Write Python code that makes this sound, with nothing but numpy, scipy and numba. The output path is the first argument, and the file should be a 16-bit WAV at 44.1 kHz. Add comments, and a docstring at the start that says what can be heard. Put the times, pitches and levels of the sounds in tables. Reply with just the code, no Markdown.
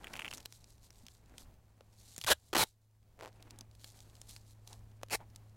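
"""Duct tape is wrapped round a joint of metal struts in an open field; a far engine hums under light wind.
First the roll ticks and the backing crinkles under hissing, rustling hands; then the tape rips off the roll
in two pulls, creaks in stick and slip as it is stretched, is rubbed down and torn off.
Snaps, folds and slips are noise clicks shaking resonances; rubbing is filtered noise; the engine is two sines.
An automatic gain control ducks at each rip and creeps back."""
import sys
import numpy as np
from scipy import signal
from scipy.fft import rfft, irfft
from scipy.io import wavfile
from scipy.ndimage import uniform_filter1d
from numba import njit

SR = 44100
rng = np.random.default_rng(int(sys.argv[2]) if len(sys.argv) > 2 else 0)


def pcm_store(signal):
    """Save signal as 16-bit PCM."""
    levels = np.round(np.clip(np.atleast_2d(signal), -1, 1) * 32767)
    wavfile.write(sys.argv[1], SR, levels.astype(np.int16).T)


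N = 245195
T = np.arange(N) / SR  # s

# colour of the plastic backing when struck: (frequency [Hz], level [dB])
BACKING_COLOUR = [(120, -6), (600, -3), (1500, -5), (4000, -3), (9000, -7), (16000, -13)]


def undb(db):
    """Decibels to amplitude factor."""
    return 10 ** (np.asarray(db) / 20)


def unit(x):
    """Scale to rms 1."""
    return x / np.sqrt(np.mean(x ** 2) + 1e-18)


def peak(x, db):
    """Scale to a peak level."""
    return x * undb(db) / np.abs(x).max()


def curves(rows):
    """The columns of a table joined by straight lines in time."""
    s, *columns = np.transpose(rows)
    return [np.interp(T, s, c) for c in columns]


def add(out, s, x):
    """Mix a sound in at time s."""
    i = max(int(s * SR), 0)
    out[i:i + len(x)] += x[:max(N - i, 0)]


def colour(x, points, size=2048):
    """Minimum-phase filter through (Hz, dB) points, by folding the cepstrum."""
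    hz, db = np.transpose(points)
    bin_hz = np.maximum(np.arange(size // 2 + 1) * SR / size, 1)
    shape_db = np.interp(np.log(bin_hz), np.log(hz), db)
    cepstrum = irfft(np.log(undb(shape_db)))
    cepstrum[1:size // 2] *= 2
    cepstrum[size // 2 + 1:] = 0
    impulse_response = irfft(np.exp(rfft(cepstrum)))
    return signal.fftconvolve(x, impulse_response)[:len(x)]


@njit
def resonate(x, hz, q):
    """State-variable band-pass with a moving centre, gain 1 there."""
    y, band, low = np.empty(len(x)), 0., 0.
    for i in range(len(x)):
        g = np.tan(np.pi * min(hz[i] / SR, .45))
        v = (band + g * (x[i] + 1e-18 - low)) / (1 + g * (g + 1 / q))
        band = 2 * v - band
        low += 2 * g * v
        y[i] = v / q
    return y


def resonate_fixed(x, hz, q):
    """The same band-pass with a fixed centre."""
    return resonate(x, np.full(len(x), float(hz)), float(q))


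def walk(rate_hz):
    """Smooth random curve of rms 1, changing about rate_hz times a second."""
    k = max(int(SR / rate_hz), 1)
    steps = np.repeat(rng.standard_normal(N // k + 1), k)
    return unit(uniform_filter1d(uniform_filter1d(steps, k), k)[:N])


def click(t60_s, tail_db, size=4096):
    """A sharp snap followed by a dying fizz."""
    fizz_db = tail_db - 60 * np.arange(size) / SR / max(t60_s, .001)
    x = undb(fizz_db) * rng.standard_normal(size)
    x[0] += 1
    return x


def field(wind_db=-63, gust_db=2.2, second_db=-20, waver_db=1.1):
    """A far engine's exhaust note, fundamental and second harmonic, over gusty low wind noise."""
    engine_course = [(0, 111, -68.5), (.5, 112, -66), (1.1, 109, -70), (1.8, 107, -67), (2.15, 107, -67),
                     (3.7, 108, -61.5), (4.5, 106, -61), (4.85, 106.5, -58), (5.56, 105.5, -59.5)]  # (time [s], fundamental [Hz], level [dB])
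    wind_colour = [(20, -3), (35, -0.5), (65, 0), (100, -7), (170, -13), (300, -19), (800, -25),
                   (1500, -34), (8000, -43)]  # (frequency [Hz], level [dB])
    hz, db = curves(engine_course)
    phase = 2 * np.pi * np.cumsum(hz * (1 + .004 * walk(9))) / SR
    note = np.sqrt(2) * (np.sin(phase) + undb(second_db) * np.sin(2 * phase))
    engine = note * undb(db + waver_db * walk(8))
    wind = unit(colour(rng.standard_normal(N), wind_colour))
    return engine + wind * undb(wind_db + gust_db * walk(9))


def jolts():
    """Hands and roll thump softly on the frame: low sines that die quickly."""
    thumps = [(1.035, -54, 230, .1), (2.182, -47, 160, .06), (2.246, -41, 120, .06), (2.318, -39, 75, .2),
              (2.67, -51, 30, .25), (5.15, -46, 45, .15)]  # (time [s], level [dB], frequency [Hz], ring-out to -60 dB [s])
    out = np.zeros(N)
    for s, db, hz, t60_s in thumps:
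        after_s = T - s
        out += np.sin(2 * np.pi * hz * np.maximum(after_s, 0)) * undb(db - 60 * np.abs(after_s) / t60_s)
    return out


def friction(points, grain_db, flutter_db):
    """Countless tiny catches of uneven size, coming in flurries."""
    grains = rng.standard_normal(N) * undb(grain_db * walk(1500) + flutter_db * walk(60))
    return unit(colour(grains, points))


def hand_stroke(x, s, length_s, db):
    """The stretch of x under one hand movement, swelling and fading: start time and sound."""
    start = max(s - 1.5 * length_s, 0)
    part = slice(int(start * SR), int((s + 1.5 * length_s) * SR) + 2)
    return start, unit(x[part]) * undb(db - 17 * ((T[part] - s) / length_s) ** 2)


def hands(hiss_db, rustle_db, light_hiss_db=-4, light_rustle_db=-3, unsteady_db=1.5,
          scuff_db=-3, scrape_db=6, scrape_q=2.5):
    """Fingers hiss on the backing, lightly and in firm slides; dragged tape scrapes in a broad resonance."""
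    hiss_colour = [(300, -30), (1300, -17), (3000, -8), (4100, 0), (5200, -3), (7300, -1), (13500, -9),
                   (16000, -22)]  # (frequency [Hz], level [dB])
    rustle_colour = [(60, -8), (220, 0), (450, -3), (850, -2), (1250, -9), (2400, -12), (5000, -28),
                     (12000, -33)]  # (frequency [Hz], level [dB])
    slides = [(.342, .016, -51), (.54, .05, -62), (.71, .07, -72), (.845, .04, -67), (.98, .06, -72),
              (1.13, .06, -70), (1.405, .04, -61), (2.085, .13, -61.5), (2.225, .04, -58), (2.43, .14, -69),
              (2.66, .06, -56), (3.9, .14, -66), (4.33, .075, -59), (4.5, .045, -67), (4.71, .07, -65),
              (5.165, .018, -58)]  # fingers along the tape: (middle [s], length [s], level [dB])
    # tape dragged over the joint: (middle [s], length [s], level before scuff_db [dB], scrape [Hz])
    scuffs = [(.05, .1, -64, 1500), (.29, .14, -64, 260), (1.36, .15, -70, 250), (3.24, .06, -56, 620),
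              (3.53, .16, -66, 260), (4.705, .06, -65, 800), (5.218, .025, -57, 850)]
    hiss = friction(hiss_colour, grain_db=3.5, flutter_db=1.8)
    rustle = friction(rustle_colour, grain_db=3.5, flutter_db=2.2)
    light = hiss * undb(hiss_db + light_hiss_db) + rustle * undb(rustle_db + light_rustle_db)
    out = light * undb(unsteady_db * walk(14))
    for s, length_s, db in slides:
        add(out, *hand_stroke(hiss, s, length_s, db))
    for s, length_s, db, hz in scuffs:
        start, x = hand_stroke(rustle, s, length_s, db + scuff_db)
        add(out, start, x + undb(scrape_db) * resonate_fixed(x, hz, scrape_q))
    return out


def fold(hz, db, t60_s=.011, fold_db=6, q=1.6):
    """One fold of the plastic backing buckles: a click through a broad resonance of its own."""
    x = click(t60_s, tail_db=-9.5)
    x = x + undb(fold_db) * resonate_fixed(x, hz, q)
    return peak(colour(x, BACKING_COLOUR), db)


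def crinkles(hiss_db, small_per_s=13, small_hz=5500, small_over_hiss_db=21.5, spread_db=3, spread_octaves=.4):
    """Large folds buckle at set times; small ones fall by chance and grow with the level of the hands."""
    large_folds = [(.135, -34, 6000), (.314, -34, 7000), (.337, -28, 7000), (.3735, -34.5, 6500),
                   (.380, -37, 6000), (.4045, -36, 4500), (.4575, -30, 4000), (.5245, -37.5, 6000),
                   (.6425, -44, 6000), (.905, -44, 6000), (1.066, -40, 6000), (1.084, -39, 4500),
                   (1.3815, -33.5, 4800), (2.163, -34, 7000), (2.180, -26, 7500), (2.1875, -36, 7000),
                   (2.2138, -28.5, 3000), (2.2393, -27, 4000), (2.2452, -23, 2000), (3.4255, -40, 4000),
                   (3.5075, -38.5, 5000), (3.588, -39, 8000), (3.6095, -33.5, 6000), (3.8435, -36.5, 3500),
                   (4.0045, -39, 4500), (4.2155, -36, 7000), (4.3635, -38, 4500), (4.6755, -36.5, 6000),
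                   (4.730, -37.5, 5500), (5.085, -46, 2500), (5.099, -40, 2500), (5.3603, -35, 7000)]  # (time [s], level [dB], resonance [Hz])
    out = np.zeros(N)
    for s, db, hz in large_folds:
        add(out, s, fold(hz, db))
    for i in np.flatnonzero(rng.random(N) < small_per_s / SR):
        pitch, size = np.tanh(rng.standard_normal(2))
        hz = small_hz * 2 ** (spread_octaves * pitch)
        add(out, T[i], fold(hz, hiss_db[i] + small_over_hiss_db + spread_db * size))
    return out


def slip(db, sharp_db, edge_db=-15):
    """One jump of the stretched tape, which answers like a small drumskin."""
    skin_modes = [(520, 170, 11), (820, 260, 4), (1300, 400, -17), (2300, 800, -17)]  # (frequency [Hz], width [Hz], level [dB])
    x = click(t60_s=.015, tail_db=-20.5)
    skin = sum(undb(mode_db) * resonate_fixed(x, hz, hz / width_hz) for hz, width_hz, mode_db in skin_modes)
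    edge = colour(x, BACKING_COLOUR)
    return peak(skin + undb(edge_db + sharp_db) * edge, db)


def creaks(start_s=3.1915, length_s=.09, middle_db=-34.5, end_db=-7, scatter_db=2.5,
           gap_s=.0052, gap_growth=1.05, jitter=.3, sharp_db=-10, sharp_scatter_db=8, count=13):
    """Single plucks of the taut tape, and a run of stick and slip that swells, slows and dies away."""
    plucks = [(1.8085, -42, -30), (2.644, -27, -20), (5.015, -48, -10), (5.033, -24, 6), (5.145, -21, 3)]  # (time [s], level [dB], sharp edge [dB])
    out = np.zeros(N)
    for s, db, pluck_sharp_db in plucks:
        add(out, s, slip(db, pluck_sharp_db))
    after_s = 0
    for k, (gap, size, edge) in enumerate(rng.standard_normal((count, 3))):
        db = middle_db + end_db * (2 * after_s / length_s - 1) ** 2  # end_db: at both ends, against midway
        add(out, start_s + after_s, slip(db + scatter_db * size, sharp_db + sharp_scatter_db * edge))
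        after_s += gap_s * gap_growth ** k * np.exp(jitter * gap)
    return out


def ticks(gain_db=1.3, latest_s=.012, neighbour_db=-9):
    """Single spots of glue let go as the roll is worked round the joint; each takes a weaker neighbour along."""
    glue_spots = [(0.0438, -34), (0.0702, -35), (0.1386, -31), (0.155, -33), (0.165, -32), (0.193, -30),
                  (0.1964, -28), (0.2199, -30), (0.2468, -28), (0.2554, -31), (0.2634, -34), (0.2798, -32),
                  (0.3122, -33), (0.3284, -34)]  # (time [s], level before gain_db [dB])
    tick_colour = [(150, -28), (600, -13), (1300, -7), (1700, -8), (2650, 0), (3200, -5), (4000, -23),
                   (10000, -23), (16000, -32)]  # (frequency [Hz], level [dB])
    out = np.zeros(N)
    for s, db in glue_spots:
        for delay_s, size_db in [(0, 0), (latest_s * rng.random(), neighbour_db)]:
            x = colour(click(t60_s=.01, tail_db=-16), tick_colour)
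            add(out, s + delay_s, peak(x, db + gain_db + size_db))
    return out


def snaps(length_s, rate_hz, jitter, scatter_db, fizz_db, tail_db, t60_s, count=256, size=6144):
    """Rows of glue threads snap in uneven steps, over the fizz of the finest ones, which dies after the stop."""
    gaps, sizes, sides = rng.standard_normal((3, count))
    at_s = np.cumsum(np.exp(jitter * gaps)) / rate_hz
    at_s -= at_s[0]
    kicks = np.sign(sides) * undb(scatter_db * np.tanh(sizes)) * (at_s < length_s)
    x = np.zeros(size)
    np.add.at(x, np.minimum(at_s * SR, size - 1).astype(int), kicks)
    after_s = np.arange(size) / SR - length_s
    fade_db = np.where(after_s < 0, 0, tail_db - 60 * np.abs(after_s) / t60_s)
    fizz = rng.standard_normal(size) * undb(fade_db)
    return unit(x) + undb(fizz_db) * unit(fizz)


def rips(ring_db=-1):
    """Pulls swell and fade; snaps shake the free strip, whose pitch is inverse to its growing length."""
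    stroke_colours = {"short": [(25, -5), (170, -11), (560, -1), (1100, -7), (1600, -1), (2150, -10),
                      (3800, -2), (5300, -9), (11500, -9.5), (16000, -22)], "jerk": [(30, -13), (150, -12),
                      (350, -4), (680, -5), (1050, -3), (2000, -10), (3000, -8), (4800, -14),
                      (12000, -22.5), (16000, -28)], "long": [(30, -12), (120, -5), (350, -3), (750, -3),
                      (1300, -4), (2400, -10), (4000, -4), (5200, -9), (11500, -9), (16000, -18)],
                      "tear": [(50, -7), (250, -8), (720, -3), (1250, -7), (2400, -3), (3500, -14),
                      (4400, -8), (11000, -9.5), (16000, -21)]}  # per stroke: (frequency [Hz], level [dB])
    strip_modes = [(1, 6, 6), (2.8, 9, 4), (4.9, 13, 0)]  # (multiple of the strip's pitch, Q, level [dB])
    # (stroke, start [s], length [s], crest after [s], crest level [dB], swell before it [dB],
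    #  fade after it [dB], snap rate [Hz], strip pitch at start [Hz], at end [Hz])
    pulls = [("short", 2.2645, .036, .019, -27.5, 9, 1.5, 2500, 3000, 690),
             ("short", 2.3005, .033, .020, -15.7, 9, 9, 2600, 640, 600),
             ("jerk", 2.530, .009, .007, -26.5, 5, 1, 1500, 470, 450),
             ("jerk", 2.549, .010, .006, -21, 3, 2, 1500, 400, 380),
             ("jerk", 2.565, .007, .002, -19, 1, 2, 1500, 380, 360),
             ("long", 2.577, .062, .046, -17.5, 5, 2.5, 1100, 880, 780),
             ("tear", 5.106, .051, .027, -30, 17, 2, 700, 950, 820)]
    out = np.zeros(N)
    for stroke, s, length_s, crest_s, db, swell_db, fade_db, rate_hz, start_hz, end_hz in pulls:
        force = snaps(length_s, rate_hz, jitter=.4, scatter_db=4, fizz_db=-1, tail_db=-11, t60_s=.035)
        progress = np.minimum(np.arange(len(force)) / SR / length_s, 1)
        hz = 1 / ((1 - progress) / start_hz + progress / end_hz)
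        ring = sum(undb(mode_db) * resonate(force, hz * multiple, float(q))
                   for multiple, q, mode_db in strip_modes)
        sound = colour(force + undb(ring_db) * ring, stroke_colours[stroke])
        sound *= np.sqrt(length_s * SR / np.sum(sound ** 2))  # rms 1 over the pull's length
        effort_db = np.interp(progress, [0, min(crest_s / length_s, 1), 1], [-swell_db, 0, -fade_db])
        add(out, s, sound * undb(db + effort_db))
    return out


def outdoors(x, scatter_db=-27, t60_s=.1, size=12000):
    """Body, struts and grass throw back a brief, faint scatter: convolution with decaying noise."""
    t = np.arange(size) / SR
    echo = rng.standard_normal(size) * undb(-60 * t / t60_s) * (t > .003)
    echo /= np.sqrt(np.sum(echo ** 2))
    return x + undb(scatter_db) * signal.fftconvolve(x, echo)[:N]


def scene(rip_db=-.8):
    """Everything reaches one microphone, alike in both channels."""
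    # how busy the hands are, before and after the pulls: (time [s], hiss level [dB], rustle level [dB])
    hands_before = [(0.0, -65, -57), (0.19, -64, -58), (0.34, -63, -64), (0.67, -77, -75), (1.33, -77, -72),
                    (1.65, -80, -73), (2.0, -76, -72)]
    hands_after = [(3.1, -83, -82), (3.2, -83, -81), (3.36, -76, -68), (3.768, -75, -74), (3.98, -70, -72),
                   (4.174, -70, -71), (4.788, -81, -75), (5.1, -80, -74)]
    hiss_db, rustle_db = curves([*hands_before, *hands_after])
    background = field() + jolts() + hands(hiss_db, rustle_db)
    tape = undb(rip_db) * rips() + ticks() + creaks() + crinkles(hiss_db)
    mono = background + outdoors(tape)
    return np.array([mono, mono])


@njit
def gain_control(x, limit, attack, release):
    """Output above the limit pushes the gain down; it climbs back at release dB a second."""
    y, cut_db = np.empty(len(x)), 0.
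    for i in range(len(x)):
        y[i] = x[i] * 10 ** (-cut_db / 20)
        excess = max(abs(y[i]) - limit, 0.)
        cut_db = max(cut_db + (attack * excess - release) / SR, 0.)
    return y


def record(dry, limit_db=-40, attack=4200., release=14., hiss_db=-86, channel_hiss_db=-90):
    """Automatic gain, then hiss (part shared, part apart in each channel) and a steep low-pass."""
    # attack: dB/s per unit of excess amplitude; release: dB/s
    y = gain_control(dry[0], float(undb(limit_db)), float(attack), float(release))
    shared_hiss = undb(hiss_db) * rng.standard_normal(N)
    channel_hiss = undb(channel_hiss_db) * rng.standard_normal((2, N))
    low_pass = signal.ellip(10, .2, 70, 15900, fs=SR, output="sos")
    return signal.sosfilt(low_pass, y + shared_hiss + channel_hiss)


dry = scene()
out = record(dry)
pcm_store(out)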